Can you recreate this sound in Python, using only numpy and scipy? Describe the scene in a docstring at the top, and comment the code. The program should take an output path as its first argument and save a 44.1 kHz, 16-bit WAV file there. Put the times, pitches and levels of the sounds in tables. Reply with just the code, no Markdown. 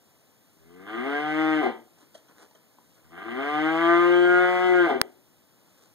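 """Cow in a wooden barn

A cow moos twice, a short call and a long one: pulses from the vocal folds ring the throat and mouth.
Each call starts as a low growl, climbs to a clear tone and breaks up as the pitch drops.
Between the calls she tugs at hay (clumps of tiny clicks) and bumps the feed rail (ringing modes).
Just after the second call a dry tick taps the housing of the closely spaced microphone pair;
a last soft rustle of hay follows. Echoes from the boards and a steady farmyard hush surround it all."""
import sys
import numpy as np
from scipy import signal
from scipy.fft import rfft, irfft, next_fast_len
from scipy.io import wavfile
from scipy.ndimage import uniform_filter1d

SR = 44100
rng = np.random.default_rng(int(sys.argv[2]) if len(sys.argv) > 2 else 0)


def to_wav(sig):
    """Store sig (one row per channel, or 1-D mono) as 16-bit WAV at the path in sys.argv[1].

    Samples outside -1..1 are clipped; the rate is SR.
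    """
    pcm = np.clip(np.atleast_2d(sig), -1, 1) * 32767
    pcm = np.round(pcm).astype(np.int16)
    wavfile.write(sys.argv[1], SR, pcm.T)  # frames by channels


N = 262173
TIME = np.arange(N) / SR
SIZE = next_fast_len(N + SR)   # padded, so that filters do not wrap round
FREQ = np.maximum(np.arange(SIZE // 2 + 1) * SR / SIZE, 1)

# still air of the farmyard: f/Hz, relative density level/dB
YARD_SPECTRUM = [(25, -53), (55, -26.5), (90, -2.5), (140, -3), (300, -2), (700, -6), (1400, -11),
                 (2800, -14), (6000, -16), (11000, -16.5), (15000, -16.5)]
HUSH_DB = -61.5

# decay of the barn's echoes: f/Hz, t60/s
BARN_T60 = [(150, 0.31), (400, 0.37), (1500, 0.27), (4000, 0.32), (12000, 0.035)]
# standing waves of the barn that ring on after the voice: f/Hz, width/Hz, level/dB
BARN_MODES = [(358, 5, -6), (790, 9, -19)]
# pitches that the barn reinforces: f/Hz, width/Hz, level of the added resonance/dB
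BARN_PEAKS = [(434.5, 16.7, 8), (538.6, 11, 2), (622, 17, 4.5), (676.7, 13, 11.5), (749.3, 35.4, 12),
              (1233, 66, 7.5), (1430, 19.7, 7.5), (1527, 7.3, 8.5), (1567, 20, 3.5), (1601, 55, 9.5),
              (1872, 37, -1), (1994, 60, 1.5), (2292, 55, 4)]

# level difference of the microphone pair: f/Hz, left minus right level/dB
PAIR_BALANCE = [(60, 0), (160, 5.8), (365, 6.6), (520, 1), (740, 1.5), (1220, 0), (2000, .5), (3300, 1.2),
                (5500, .3), (15000, 0)]
# phase by which the left microphone leads, before the lag above the knee: f/Hz, lead/rad
PAIR_LEAD = [(60, 4), (170, 1.62), (270, 1.2), (312, 0.9), (335, 0.48), (362, 2.59), (400, 1.6),
             (520, 0.078), (700, 1), (1000, 0.011)]
PAIR_LAG_S, PAIR_KNEE_HZ = 1 / 2640, 1320
CUTOFF_HZ = 15700

# resonances of the microphone housing: f/Hz, t60/s, left level/dB, right level/dB
HOUSING_MODES = [(296, 0.002, -35, -22.5), (1454, 0.003, 3, -35.5), (4730, 0.0012, -8.5, 7.5),
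                 (8840, 0.00083, -22, 8), (14200, 0.00062, -10, 7.5)]
TAP_S, TAP_LEFT_LATE_S = 5.0152, 0.00033

# bumps against the feed rail: t/s, relative level/dB, spot f/Hz, scuff decay/s, share of the rail's ring/dB
BUMPS = [(2.027, -49.5, 320, 0.006, -1), (2.151, -36.5, 625, 0.0029, 3.5), (2.283, -51.5, 1350, 0.01, -1),
         (2.51, -50, 900, 0.0023, 2), (2.549, -46, 620, 0.005, 2.5), (2.785, -45.5, 1000, 0.004, -12)]
# modes of the rail: f/Hz, relative level/dB, t60/s
RAIL_MODES = [(620, -16, 0.06), (980.6, -8, 0.045), (1308.8, -15, 0.063), (1855, -3, 0.024),
              (3180, -0.5, 0.016), (4020, -4, .015), (5970, -5.5, .02)]

# tugs at the hay: peak t/s, swell/s, dull rustle level/dB, crisp rustle level/dB
HAY_TUGS = [(2.01, 0.04, -59, -64.5), (2.153, 0.015, -58, -56), (2.3, 0.013, -56, -72),
            (2.384, 0.008, -58.5, -66), (2.425, 0.025, -52.5, -60), (2.558, 0.0048, -60, -71),
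            (2.94, 0.032, -89, -67), (2.98, 0.02, -61.5, -82), (5.85, 0.14, -64.5, -65.5)]
# colour of the dull rustle: f/Hz, relative level/dB
HAY_DULL = [(50, -44), (150, -6), (350, 2), (650, 0.5), (1500, 0), (2300, -10.5), (3500, -34)]
# colour of the crisp rustle: f/Hz, relative level/dB
HAY_CRISP = [(1800, -36), (3000, 9), (6500, 8), (9000, 5.5), (15000, -14)]
HAY_SETTLE_S = 0.027   # the stalks settle after each tug

# a soft closed-mouth groan in the opening of the first call
GROAN_PEAK_S, GROAN_SWELL_S, GROAN_PEAK_DB = 0.77, 0.088, -49
GROAN_HZ, GROAN_WIDTH_HZ = 398, 630

# the two calls: start t/s, break of the voice t/s, end t/s
MOOS = [(0.601, 1.603, 1.72), (3.045, 4.854, 4.99)]
# pitch of the short call before the sag at its break: t/s, f/Hz
PITCH_SHORT = [(0.62, 78.9), (0.816, 94.44), (0.904, 107.5), (1.0, 124.4), (1.06, 137.8), (1.13, 144.3),
               (1.254, 151.5), (1.398, 157.1), (1.52, 156.4), (1.61, 151.4)]
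# pitch of the long call before the sag at its break: t/s, f/Hz
PITCH_LONG = [(3.08, 78.43), (3.148, 86.2), (3.34, 127.1), (3.43, 141.2), (3.504, 148.4), (3.802, 166.5),
              (4.016, 174), (4.394, 179.8), (4.63, 182.1), (4.70, 181.2), (4.79, 178.2), (4.86, 169.7)]
# effort of the short call, as the level from the open mouth before its trim: t/s, level/dB
EFFORT_SHORT = [(0.62, -73.5), (0.85, -53), (0.885, -41), (1.064, -36), (1.13, -35.5), (1.185, -34),
                (1.23, -36.5), (1.42, -31), (1.55, -29.5), (1.66, -37), (1.72, -61)]
# effort of the long call, likewise: t/s, level/dB
EFFORT_LONG = [(3.08, -70.5), (3.12, -55), (3.18, -45.5), (3.5, -33), (3.73, -30.5), (3.872, -25.5),
               (4.04, -24.5), (4.22, -31), (4.386, -21), (4.53, -24.5), (4.666, -28), (4.77, -27.5),
               (4.862, -26), (4.98, -52)]
# nasal hum of the short call before its trim: t/s, level/dB
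HUM_SHORT = [(0.62, -71), (0.73, -68), (0.79, -58), (0.86, -49), (0.9, -44), (0.98, -36), (1.08, -30),
             (1.135, -35.5), (1.18, -32.5), (1.26, -35.5), (1.39, -25), (1.52, -23.5), (1.62, -24.5),
             (1.69, -34), (1.72, -37.5)]
# nasal hum of the long call, likewise: t/s, level/dB
HUM_LONG = [(3.08, -67), (3.16, -52.5), (3.3, -40), (3.39, -31.5), (3.47, -37.5), (3.55, -32),
            (3.65, -24.5), (3.79, -29), (3.92, -21), (4.22, -19), (4.58, -28.5), (4.73, -21), (4.85, -21.5),
            (4.89, -26), (4.98, -31.5)]
# main resonance of the mouth, which climbs late in the long call: t/s, f/Hz
MOUTH = [(1.08, 1220), (1.18, 1620), (1.27, 1280), (1.5, 1267), (4.15, 1214), (4.27, 1400), (4.42, 1475),
         (4.55, 1600), (4.8, 1477)]
# resonances of throat and muzzle: f/Hz, width/Hz, level/dB
THROAT_MODES = [(234, 25, -5.5), (329.4, 48, 1), (660, 453, -3.5), (1280, 733, -2.5), (2010, 440, -2.5),
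                (2260, 250, -4), (3114, 465, -6), (3560, 590, -12), (3963, 300, -16)]
# nasal hum, throat, open mouth, rasp: low f/Hz, high f/Hz,
# barn echo of a clear tone/dB, barn echo of a rough tone/dB (both against the direct sound)
REGISTERS = [(210, 385, -18, -2), (410, 900, -7, 1), (940, 1700, -4, 5), (1780, 4000, 2, 6)]
# trim of each register: level/dB
REGISTER_TRIM = [0.18, 0.64, 0.36, 0.17]
# throat and rasp grow with effort, then level off:
# level relative to effort/dB, ceiling level/dB, change in the croak/dB, change in the growl/dB
THROAT_LAW = (3.5, -29.5, 5.5, -9.5)
RASP_LAW = (-0.5, -32.5, 0, -2.5)
# air rushing through the open mouth: f/Hz, relative level/dB
AIR_SPECTRUM = [(2500, 0), (3600, -14.5), (4700, -7), (6500, -11.5), (10000, -10), (15000, -14.5)]
AIR_DB = -12.5   # against the rasp

# slack folds beat unevenly below the clear pitch, and fully so one span lower
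CLEAR_HZ, GROWL_SPAN_HZ, GROWL_ROUGH, CLEAR_ROUGH = 145.35, 22.24, 0.4094, 0.031
# at the break the pitch loses a share with this time constant, and the croak sets in
BREAK_S, BREAK_PITCH_LOSS, CROAK_ROUGH, CROAK_ONSET_S = 0.045, 0.28, 0.793, 0.026
# the croak opens a resonance in the throat
CROAK_HZ, CROAK_WIDTH_HZ, CROAK_GAIN = 770, 450, 0.354
# the mouth colours the turbulence
HOARSE_HZ, HOARSE_WIDTH_HZ, HOARSE_GAIN = 1274, 250, 1.4
# the chest adds more of the fundamental once the pitch has risen past its knee
CHEST_DB, CHEST_FLOOR_DB, CHEST_KNEE_HZ, CHEST_SPAN_HZ = -45.5, -59.5, 150.2, 0.76
# a rough voice rumbles in the chest: level relative to the hum, and its ceiling
CHEST_RUMBLE_DB, CHEST_RUMBLE_TOP_DB = -4, -57


def from_db(db):
    """Decibels to gain."""
    return 10 ** (np.asarray(db) / 20)


def rms_one(x):
    """Scale to unit rms."""
    return x / np.sqrt(np.mean(x ** 2) + 1e-20)


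def in_time(rows):
    """Each column of a curve at every sample."""
    s, *columns = np.transpose(rows)
    return [np.interp(TIME, s, column) for column in columns]


def at_hz(points, hz):
    """Read a spectrum on a log-frequency axis."""
    table = np.array(points)
    return np.interp(np.log(hz), np.log(table[:, 0]), table[:, 1])


def gate(start_s, end_s, fade_s=0.013):
    """One while a call lasts, fading to nothing outside it."""
    return np.interp(TIME, [start_s - fade_s, start_s, end_s, end_s + fade_s], [0, 1, 1, 0])


def swell(peak_s, swell_s, settle_s=0.077):
    """An envelope that rises exponentially to its peak and dies away exponentially."""
    return np.exp(-np.maximum((peak_s - TIME) / swell_s, (TIME - peak_s) / settle_s))


def shaped(x, response):
    """Filter by a frequency response."""
    return irfft(rfft(x, SIZE) * response, SIZE)[..., :N]


def band(x, low_hz, high_hz):
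    """Steep band-pass."""
    return signal.sosfilt(signal.butter(4, [low_hz, high_hz], "band", fs=SR, output="sos"), x)


def drift(knee_hz):
    """Smooth random wander of spread 1, slower than the knee."""
    return rms_one(shaped(rng.standard_normal(N), 1 / (1 + (FREQ / knee_hz) ** 2)))


def coloured(x, spectrum):
    """Give a signal a spectrum, at unit rms."""
    return rms_one(shaped(x, from_db(at_hz(spectrum, FREQ))))


def resonance(x, hz, width_hz):
    """Two-pole resonance with gain 1 on top."""
    r = np.exp(-np.pi * width_hz / SR)
    poles = [1, -2 * r * np.cos(2 * np.pi * hz / SR), r * r]
    return signal.lfilter(np.array([1, 0, -1]) * (1 - r * r) / 2, poles, x)


def ring(x, hz, t60):
    """A unit click sets a dying sine of height 1 ringing."""
    r = np.exp(-np.log(1000) / (t60 * SR))
    w = 2 * np.pi * hz / SR
    return signal.lfilter([0, np.sin(w)], [1, -2 * r * np.cos(w), r * r], x + 1e-18)


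def evened(x, window_s=0.14):
    """Hold the short-term level at 1."""
    size = int(window_s * SR)
    power = uniform_filter1d(uniform_filter1d(x * x, size), size)
    return x / np.sqrt(power + 1e-12)


def yard(apart=0.028, rumble_apart_hz=250):
    """A soft, steady hush of coloured noise; its lowest part differs between the microphones."""
    common, own = coloured(rng.standard_normal((2, N)), YARD_SPECTRUM)
    own = shaped(own, apart + 0.5 / (1 + (FREQ / rumble_apart_hz) ** 2))
    return from_db(HUSH_DB) * (common + own * np.array([[1], [-1]]))


def barn(x, apart=0.26, first_echo_s=0.0026):
    """Dense echoes from boards and roof, dying soonest in the top treble, nearly alike at both microphones."""
    t = TIME[:SR * 3 // 4]
    common, own = rng.standard_normal((2, len(t)))
    white = common + apart * own * np.array([[1], [-1]])
    tail = 0
    edges = np.geomspace(60, 16000, 9)
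    for low, high in zip(edges, edges[1:]):
        t60 = at_hz(BARN_T60, np.sqrt(low * high))
        tail = tail + band(white, low, high) * np.exp(-np.log(1000) * t / t60)
    # bring the tail to about unit energy
    tail = tail * (t > first_echo_s) / np.sqrt(SR * at_hz(BARN_T60, 1000) / (2 * np.log(1000)))
    return signal.fftconvolve(tail, x[None], axes=1)[:, :N]


def microphone_pair(x):
    """The low end leans left; above the knee the left channel lags by a fixed delay."""
    lead = at_hz(PAIR_LEAD, FREQ) - 2 * np.pi * PAIR_LAG_S * np.maximum(FREQ - PAIR_KNEE_HZ, 0)
    lean = from_db(at_hz(PAIR_BALANCE, FREQ) / 2)
    return shaped(x, np.array([lean * np.exp(1j * lead), 1 / lean]))


def tap(low_cut_hz=220):
    """A hard, dry tick rings the housing: sharp at the right microphone, later and duller at the left."""
    right, left = np.zeros((2, N))
    right[int(TAP_S * SR)] = 1
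    left[int((TAP_S + TAP_LEFT_LATE_S) * SR)] = 1
    tick = np.zeros((2, N))
    for hz, t60, left_db, right_db in HOUSING_MODES:
        tick[0] += from_db(left_db) * ring(left, hz, t60)
        tick[1] += from_db(right_db) * ring(right, hz, t60)
    return signal.sosfilt(signal.butter(1, low_cut_hz, "high", fs=SR, output="sos"), tick)


def rail(spot_cycles=21, spot_db=8.0, level_db=1, note_hz=620, note_t60_s=0.47, note_db=-28):
    """Each bump is a brief scuff that rings the rail and the spot it touches; the lowest note rings on."""
    out = np.zeros(N)
    t = TIME[:SR // 3]
    for s, bump_db, spot_hz, scuff_s, rail_db in BUMPS:
        scuff = rng.standard_normal(len(t)) * np.exp(-t / scuff_s)
        knock = from_db(spot_db) * ring(scuff, spot_hz, spot_cycles / spot_hz)
        for mode_hz, db, t60 in RAIL_MODES:
            knock = knock + from_db(db + rail_db) * ring(scuff, mode_hz, t60)
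        note = from_db(note_db + rail_db) * ring(1.0 * (t == 0), note_hz, note_t60_s)
        start = int(s * SR)
        out[start:start + len(t)] += from_db(bump_db + level_db) * (knock / np.abs(knock).max() + note)
    return band(out, 260, 12000)


def hay(snaps_per_s=1800, clump_db=1.0, clump_knee_hz=45):
    """Dry stalks slide and snap in clumps of tiny clicks."""
    dull, crisp = np.zeros((2, N))
    for s, swell_s, dull_db, crisp_db in HAY_TUGS:
        tug = swell(s, swell_s, HAY_SETTLE_S)
        dull += from_db(dull_db) * tug
        crisp += from_db(crisp_db) * tug
    snaps = rng.standard_normal(N) * (rng.random(N) < snaps_per_s / SR)
    snaps = snaps * from_db(clump_db * drift(clump_knee_hz))
    return dull * coloured(snaps, HAY_DULL) + crisp * coloured(snaps, HAY_CRISP)


def slackness(pitch):
    """Slack of the folds (0-1), growing as the pitch falls below the clear tone."""
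    return np.clip((CLEAR_HZ - pitch) / GROWL_SPAN_HZ, 0, 1)


def larynx():
    """Pitch in Hz, roughness and croak (0-1): a growl at low pitch, then a clear tone, then the break."""
    pitch, = in_time(list(PITCH_SHORT) + list(PITCH_LONG))
    since_break = sum(np.maximum(TIME - break_s, 0) * (TIME < end_s + 0.5) for _, break_s, end_s in MOOS)
    broken = np.minimum(since_break / CROAK_ONSET_S, 1)
    rough = CLEAR_ROUGH + GROWL_ROUGH * slackness(pitch) + CROAK_ROUGH * broken
    sag = BREAK_PITCH_LOSS * (1 - np.exp(-since_break / BREAK_S))
    return pitch * (1 - sag), rough, broken


def groan():
    """With the mouth shut, a few low harmonics sound through the nose."""
    pitch = larynx()[0]
    phase = 2 * np.pi * np.cumsum(pitch) / SR
    tone = sum(np.cos(k * phase) for k in range(2, 6))
    nasal = rms_one(resonance(tone, GROAN_HZ, GROAN_WIDTH_HZ))
    return from_db(GROAN_PEAK_DB) * swell(GROAN_PEAK_S, GROAN_SWELL_S) * nasal


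def vocal_folds(pitch, rough, mouth_hz, jitter=0.04, flutter=0.00264, shimmer=0.48, breathiness=1.0,
                leak=0.41, mouth_gain=1.34, mouth_width_hz=118, croak=0.9, flap_db=3.5, flap_knee_hz=45):
    """One pulse per closure; roughness unsettles timing and strength and adds a puff of noise to each cycle."""
    unsteady = pitch * (1 + jitter * rough * drift(111.6) + flutter * drift(12.0))
    phase = 2 * np.pi * np.cumsum(unsteady) / SR
    # the mouth's moving resonance lifts whichever harmonic lies closest
    pulses = 0
    for k in range(1, 45):
        lift = mouth_gain / (1 + ((k * pitch - mouth_hz) / mouth_width_hz) ** 2)
        pulses = pulses + np.cos(k * phase) * (1 + lift)
    pulses = pulses * (1 + shimmer * rough * drift(35))
    # in the croak, closures alternate strong and weak
    pulses = pulses * (1 + croak * rough ** 2 * np.sin(phase / 2))
    # turbulence is weak in the bass, so the lowest harmonics stay clean
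    puffs = shaped(rng.standard_normal(N) * (1 + np.cos(phase)) ** 2, FREQ / np.hypot(FREQ, 3000))
    puffs = puffs + HOARSE_GAIN * resonance(puffs, HOARSE_HZ, HOARSE_WIDTH_HZ)
    turbulence = (leak + breathiness * rough) * rms_one(puffs) * np.sqrt(SR / pitch) / 2
    # slack folds flap, so tone and turbulence come in uneven bursts
    bursts = from_db(flap_db * np.sqrt(np.abs(rough)) * np.tanh(drift(flap_knee_hz)))
    return bursts * (pulses + turbulence), phase


def register_levels(pitch, broken):
    """Gains of nasal hum, throat, open mouth and rasp; throat and rasp follow the effort of the open mouth."""
    effort, = from_db(in_time(list(EFFORT_SHORT) + list(EFFORT_LONG)))
    hum, = from_db(in_time(list(HUM_SHORT) + list(HUM_LONG)))
    slack = slackness(pitch) * (1 - broken)

    def follow(share_db, ceiling_db, croak_db, growl_db):
        """Grow with the effort and level off softly at a ceiling."""
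        limited = 1 / np.hypot(1 / (effort * from_db(share_db)), from_db(-ceiling_db))
        return limited * from_db(croak_db * broken + growl_db * slack)

    return np.array([hum, follow(*THROAT_LAW), effort, follow(*RASP_LAW)])


def cow():
    """The pulses ring the throat; each register swells as the call opens, and buzzing air comes with the rasp."""
    pitch, rough, broken = larynx()
    mouth_hz, = in_time(MOUTH)
    folds, phase = vocal_folds(pitch, rough, mouth_hz)
    # throat and muzzle, neighbouring resonances in opposite polarity
    voice = sum((-1) ** k * from_db(db) * resonance(folds, hz, width)
                for k, (hz, width, db) in enumerate(THROAT_MODES))
    voice = voice + CROAK_GAIN * resonance(broken * folds, CROAK_HZ, CROAK_WIDTH_HZ)
    voice = voice + sum(from_db(db) * resonance(voice, hz, width) for hz, width, db in BARN_PEAKS)

    sounding = sum(gate(start_s, end_s) for start_s, _, end_s in MOOS)
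    levels = sounding * register_levels(pitch, broken)

    past_knee = 1 / (1 + np.exp((CHEST_KNEE_HZ - pitch) / CHEST_SPAN_HZ))
    chest = from_db(CHEST_FLOOR_DB) + from_db(CHEST_DB) * past_knee
    rumble = np.minimum(from_db(CHEST_RUMBLE_DB) * levels[0], from_db(CHEST_RUMBLE_TOP_DB))
    rumble = rumble * np.clip(2 * rough, 0, 1)
    direct = sounding * chest * np.sin(phase) + rumble * evened(band(folds, 140, 210))

    to_barn = 0
    for level, trim_db, (low_hz, high_hz, clear_db, rough_db) in zip(levels, REGISTER_TRIM, REGISTERS):
        # a rough voice stirs the whole barn
        wet = from_db(clear_db + (rough_db - clear_db) * np.clip(rough, 0, 1))
        # direct sound and echo share the register's power
        register = level / np.hypot(1, wet) * from_db(trim_db) * evened(band(voice, low_hz, high_hz))
        direct = direct + register
        to_barn = to_barn + wet * register

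    buzz = evened(folds) + rng.standard_normal(N)
    air = from_db(AIR_DB) * levels[-1] * coloured(buzz, AIR_SPECTRUM)
    ringing = sum(from_db(db) * resonance(direct, hz, width) for hz, width, db in BARN_MODES)
    return direct + air / 2 + ringing + barn(to_barn + air, apart=0.17)


def scene():
    """Cow, feeding noises and yard reach the pair through the air; the tap comes through the housing."""
    feeding = hay() + rail()
    airborne = yard() + feeding + from_db(-9.5) * barn(feeding) + groan() + cow()
    return microphone_pair(airborne) + tap()


def record(dry):
    """Overload stops at full scale and the top is cut."""
    top_cut = signal.ellip(10, 0.1, 80, CUTOFF_HZ, fs=SR, output="sos")
    return signal.sosfilt(top_cut, np.clip(dry, -1, 1))


dry = scene()
out = record(dry)
to_wav(out)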